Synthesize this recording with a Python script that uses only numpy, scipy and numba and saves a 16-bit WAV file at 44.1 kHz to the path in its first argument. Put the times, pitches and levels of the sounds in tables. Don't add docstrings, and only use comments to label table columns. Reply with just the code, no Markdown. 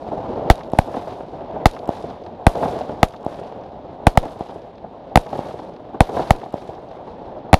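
import sys
import numpy as np
from scipy import signal
from scipy.fft import rfft, irfft, next_fast_len
from scipy.io import wavfile
from scipy.ndimage import uniform_filter1d
from numba import njit

SR = 44100
rng = np.random.default_rng(int(sys.argv[2]) if len(sys.argv) > 2 else 0)


def invert_db(level):
    return 10 ** (np.asarray(level, dtype=float) / 20)


def put_to_file(sound):
    columns = np.atleast_2d(sound).T
    safe = np.clip(columns, -1, 1)
    whole_steps = np.round(safe * 32767)
    wavfile.write(sys.argv[1], SR, whole_steps.astype(np.int16))


N = 334719

# (time [s], end of suction [ms], rebound level [dB], drive of the surroundings [dB])
LIFT_SHOTS = [(.5005, 3.7, 8.5, 3.5), (1.657, 4.3, 1, 3), (3.0301, 4.6, -7, -1.8), (4.1743, 6.2, -5, -3),
              (5.157, 4.7, -6, 0), (6.3068, 6.0, -6, -1.3), (7.5407, 6.0, -5, 2)]
# (time [s], end of suction [ms], rebound level [dB], drive of the surroundings [dB],
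#  near wall late by [ms], far walls late by [ms])
BURST_SHOTS = [(-.656, 5.0, 1, 1, 0, -6), (.7875, 5.6, -7, -.7, 0, -7), (2.4667, 5.0, 3, 7, -1, 1),
               (4.0686, 5.0, 1, -2, -3, 0), (5.1732, 5.4, -5, -1.4, 3, -6), (6.0055, 5.0, 1, 5, 0, 2),
               (7.5301, 5.2, -1, 0, 0, 0)]
# (frequency [Hz], first peak [ms], strongest at [ms], length [ms], overpressure [re swing])
LIFT_SWINGS = (745, .08, 1.5, 1.65, .35)
BURST_SWINGS = (760, .22, 2.0, 1.7, .08)
# (front level [dB], rebound length after a 5 ms suction [ms])
LIFT_SIZE = (12, 10.5)
BURST_SIZE = (9, 7.7)
# (frequency [Hz], level re front [dB], t60 [s])
FRONT_RING = [(503, -20, 0.056), (745, -21, 0.04), (1210, -7, 0.0083), (2700, -13, 0.0038),
              (9500, -11.5, 0.0018)]
# (delay [ms], level [dB], low edge [Hz], high edge [Hz], spread [ms])
TUBE_REFLECTORS = [(55.5, -16, 2600, 13000, 1.3), (78, -21, 2600, 6500, 1.1), (93, -21, 2600, 6000, 1.1),
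                   (107, -12, 1150, 2600, 3.5), (107.5, -24, 2700, 6000, 1.2), (132, -20, 2300, 6000, 2.4),
                   (200, -29, 1600, 9000, 1.1), (217, -25, 1000, 4000, 5.5), (218, -21, 7000, 13000, 1.5),
                   (232, -21, 2200, 9000, 2), (234.2, -9.5, 70, 1050, .4), (234.2, -11, 60, 400, .4),
                   (246, -21, 310, 3000, 5.5), (313, -23, 1200, 6000, 2.4), (367, -27, 2600, 10000, 3.5),
                   (382, -19, 70, 900, 7), (442, -29, 1600, 6000, 3.5), (580, -32, 2100, 6000, 2.4),
                   (606, -28, 1200, 5000, 2.4)]
NEAR_REFLECTORS = [(84, 7, 62, 1900, 8), (89, -2, 2200, 8000, 1.2)]
FAR_REFLECTORS = [(160, 12, 62, 2500, 6), (186, 11, 62, 1800, 6), (211, 4, 62, 4500, 8),
                  (290, 2, 62, 1800, 7), (340, 1, 62, 4000, 6), (425, 0, 62, 2300, 3.2),
                  (451, -4, 62, 1800, 5)]
FARTHEST_REFLECTOR = [(771, -2, 62, 1600, 6.5)]
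# (first arrival [s], swell [s], peak level [dB], t60 [s], treble lift [dB])
LIFT_ZONES = [(0, 0.0044, -19, .13, 12), (.03, .02, -40.5, 0.65, 11.5), (.22, .05, -35, 1.1, 8),
              (.4, 0.84, -30.5, 3.8, -0.5)]
BURST_ZONES = [(0, .004, -19, .26, 6), (.075, .07, -24, 1.2, -2), (.095, .09, -38, 1.3, 14),
               (.76, .2, -41, 4, 4)]
EARLIER_ZONE = (-0.2655, 0.79, -22, 2, -1)
# (frequency [Hz], level per Hz [dB])
GROUND_AND_MIC = [(15, -18), (80, -11), (250, -7), (400, -6), (700, -2), (860, -6), (1250, -21),
                  (2000, -31), (2600, -32), (3700, -30), (5000, -35), (8000, -44), (11000, -42),
                  (15000, -54), (16500, -100.5)]

REBOUND_MS_PER_MS = 3.3
LIFT_CLICK_DB = 20.5
FARTHEST_DB_PER_MS = -.8
NEAR_DB_PER_REBOUND_DB = .5
AIR_DB_PER_S = 20
NIGHT_DB, HISS_DB = -41, -43.5
LOW_PASS_HZ = 16300


def band(x, low_hz, high_hz):
    edges_hz = [low_hz, min(high_hz, .45 * SR)]
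    return signal.sosfilt(signal.butter(3, edges_hz, "band", fs=SR, output="sos"), x)


def add(out, time_s, sound):
    i = int(round(time_s * SR))
    if 0 <= i < N:
        out[i:i + len(sound)] += sound[:N - i]


def walk(rate_hz):
    hold = int(SR / rate_hz)
    steps = np.repeat(rng.standard_normal(N // hold + 1), hold)
    return 0.91 * uniform_filter1d(steps, hold)[:N]


def zone_db(since, arrival_s, swell_s, peak_db, t60_s):
    rise = np.clip((since - arrival_s) / swell_s, 1e-4, 1)
    decay_s = np.maximum(since - arrival_s - swell_s, 0)
    return peak_db + 20 * np.log10(rise) - 60 * decay_s / t60_s


def wash_power(t, hz):
    treble_share = np.clip(np.log2(hz / 700) / 1.6, 0, 1)
    air_db_per_s = AIR_DB_PER_S * (hz / 8000) ** 1.045
    *shape, treble_db = EARLIER_ZONE
    earlier_db = zone_db(t, *shape) + treble_share * treble_db - air_db_per_s * (t + 0.6)
    power = invert_db(NIGHT_DB - 110 * (hz / 8000)) ** 2 + invert_db(earlier_db) ** 2
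    for shots, zones in ((LIFT_SHOTS, LIFT_ZONES), (BURST_SHOTS, BURST_ZONES)):
        for time_s, _, rebound_db, drive_db, *_ in shots:
            since = t - time_s
            far = np.clip(since / .09, 0, 1)
            send_db = far * drive_db + (1 - far) * NEAR_DB_PER_REBOUND_DB * rebound_db
            for *shape, treble_db in zones:
                db = send_db + zone_db(since, *shape) + treble_share * treble_db - air_db_per_s * since
                power = power + (t > time_s + shape[0]) * invert_db(np.minimum(db, 0)) ** 2
    return power


def wash():
    step, size = 64, next_fast_len(N)
    t = np.arange(0, N + step, step) / SR
    noise = rng.standard_normal(N) * invert_db(2.24 * rng.exponential(size=N))
    spectrum = rfft(noise / noise.std(), size)
    octave = np.log2(np.maximum(np.linspace(0, SR / 2, len(spectrum)), 1))
    out, surge = 0, walk(70)
    for hz in 31.25 * 2. 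** np.arange(10):
        weight = np.clip(1 - abs(octave - np.log2(hz)), 0, 1)
        octave_noise = irfft(spectrum * weight, size)[:N]
        treble_share = np.clip(np.log2(hz / 700) / 1.6, 0, 1)
        flicker_db = 1.44 * walk(25) + (2.4 - 0.96 * treble_share) * surge + 2.1 * treble_share * walk(240)
        level = np.interp(np.arange(N) / SR, t, np.sqrt(wash_power(t, hz)))
        out = out + octave_noise * invert_db(flicker_db) * level
    return out


def hiss():
    return invert_db(HISS_DB) * band(rng.standard_normal(N), 1700, 4200)


def echo(db, low_hz, high_hz, spread_ms):
    ms = 1000 * np.arange(SR // 15) / SR
    swell = np.sqrt(ms / spread_ms) * np.exp(-ms / spread_ms)
    burst = rng.standard_normal(len(ms)) * swell * min(spread_ms / 3, 1)
    burst[0] = 1
    return invert_db(db) * band(burst / np.linalg.norm(burst), low_hz, high_hz)


def echoes():
    out, pattern = np.zeros(N), np.zeros(N)
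    for delay_ms, db, low_hz, high_hz, spread_ms in TUBE_REFLECTORS:
        add(pattern, delay_ms / 1000, echo(db, low_hz, high_hz, spread_ms))
    for time_s, *_, drive_db in LIFT_SHOTS:
        add(out, time_s, invert_db(LIFT_CLICK_DB + drive_db) * pattern)
    for time_s, _, _, drive_db, near_ms, far_ms in BURST_SHOTS:
        answers = ((near_ms, drive_db, NEAR_REFLECTORS), (far_ms, drive_db, FAR_REFLECTORS),
                   (0, FARTHEST_DB_PER_MS * far_ms, FARTHEST_REFLECTOR))
        for late_ms, gain_db, walls in answers:
            for delay_ms, db, low_hz, high_hz, spread_ms in walls:
                sound = echo(db + gain_db, low_hz, high_hz, spread_ms)
                add(out, time_s + (delay_ms + late_ms) / 1000, sound)
    return out


def colour(x):
    hz, db = np.transpose(GROUND_AND_MIC)
    gain_db = np.interp(np.log(np.linspace(1, SR / 2, 2049)), np.log(hz), db)
    cepstrum = irfft(np.log(invert_db(gain_db)))
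    cepstrum[1:2048] *= 2
    cepstrum[2049:] = 0
    response = irfft(np.exp(rfft(cepstrum)))
    return signal.fftconvolve(x, response / np.linalg.norm(response))[:len(x)]


def blast(swings, front_db, usual_rebound_ms, suction_ms, rebound_db):
    ms = 1000 * np.arange(SR // 10) / SR
    front_hz, peak_ms, middle_ms, length_ms, overpressure = swings
    front = np.cos(2 * np.pi * front_hz * (ms - peak_ms) / 1000)
    front *= np.exp(-((ms - middle_ms) / length_ms) ** 2)
    front += overpressure * np.exp(-((ms - 1.45) / .6) ** 2)
    ring = sum(invert_db(db) * np.cos(2 * np.pi * hz * ms / 1000) * 1000. ** (-ms / 1000 / t60)
               for hz, db, t60 in FRONT_RING)
    onset = np.minimum(ms / peak_ms, 1)
    suction = .35 * suction_ms * np.exp(-((ms - .78 * suction_ms) / (.23 * suction_ms)) ** 2)
    rebound_ms = usual_rebound_ms + REBOUND_MS_PER_MS * (suction_ms - 5)
    since = np.maximum(ms - suction_ms, 0)
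    swing_back = np.cos(np.pi / 2 * (since / rebound_ms) ** .9)
    rebound = (1 - np.exp(-since / .7)) * swing_back * np.exp(-since / rebound_ms / 1.55)
    return invert_db(front_db) * (front + ring) * onset - suction + invert_db(rebound_db) * rebound


def scene():
    out = colour(wash() + hiss() + echoes())
    for shots, swings, size in ((LIFT_SHOTS, LIFT_SWINGS, LIFT_SIZE), (BURST_SHOTS, BURST_SWINGS, BURST_SIZE)):
        for time_s, suction_ms, rebound_db, *_ in shots:
            add(out, time_s, blast(swings, *size, suction_ms, rebound_db))
    return out[None]


@njit
def follow(x, attack, release):
    out, level = np.empty(len(x)), 0.
    for i in range(len(x)):
        level += (abs(x[i]) - level) * (attack if abs(x[i]) > level else release)
        out[i] = level
    return out


def band_limit(x):
    return signal.sosfilt(signal.butter(12, 16440, fs=SR, output="sos"), x)


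def record(dry):
    attack_s, release_s, late_s = .017, .17, .013
    level = follow(np.clip(dry[0], -1, 1), 1 / (attack_s * SR), 1 / (release_s * SR))
    gain = np.minimum(1, (0.076 / (level + 1e-9)) ** 0.54)
    late = int(late_s * SR)
    late_gain = np.r_[np.ones(late), gain[:-late]]
    clipped = np.clip(dry * late_gain, -1, 1)
    low_pass = signal.ellip(6, .1, 50, LOW_PASS_HZ, fs=SR, output="sos")
    finished = signal.sosfiltfilt(low_pass, clipped)
    return band_limit(finished)


dry = scene()
out = record(dry)
put_to_file(out)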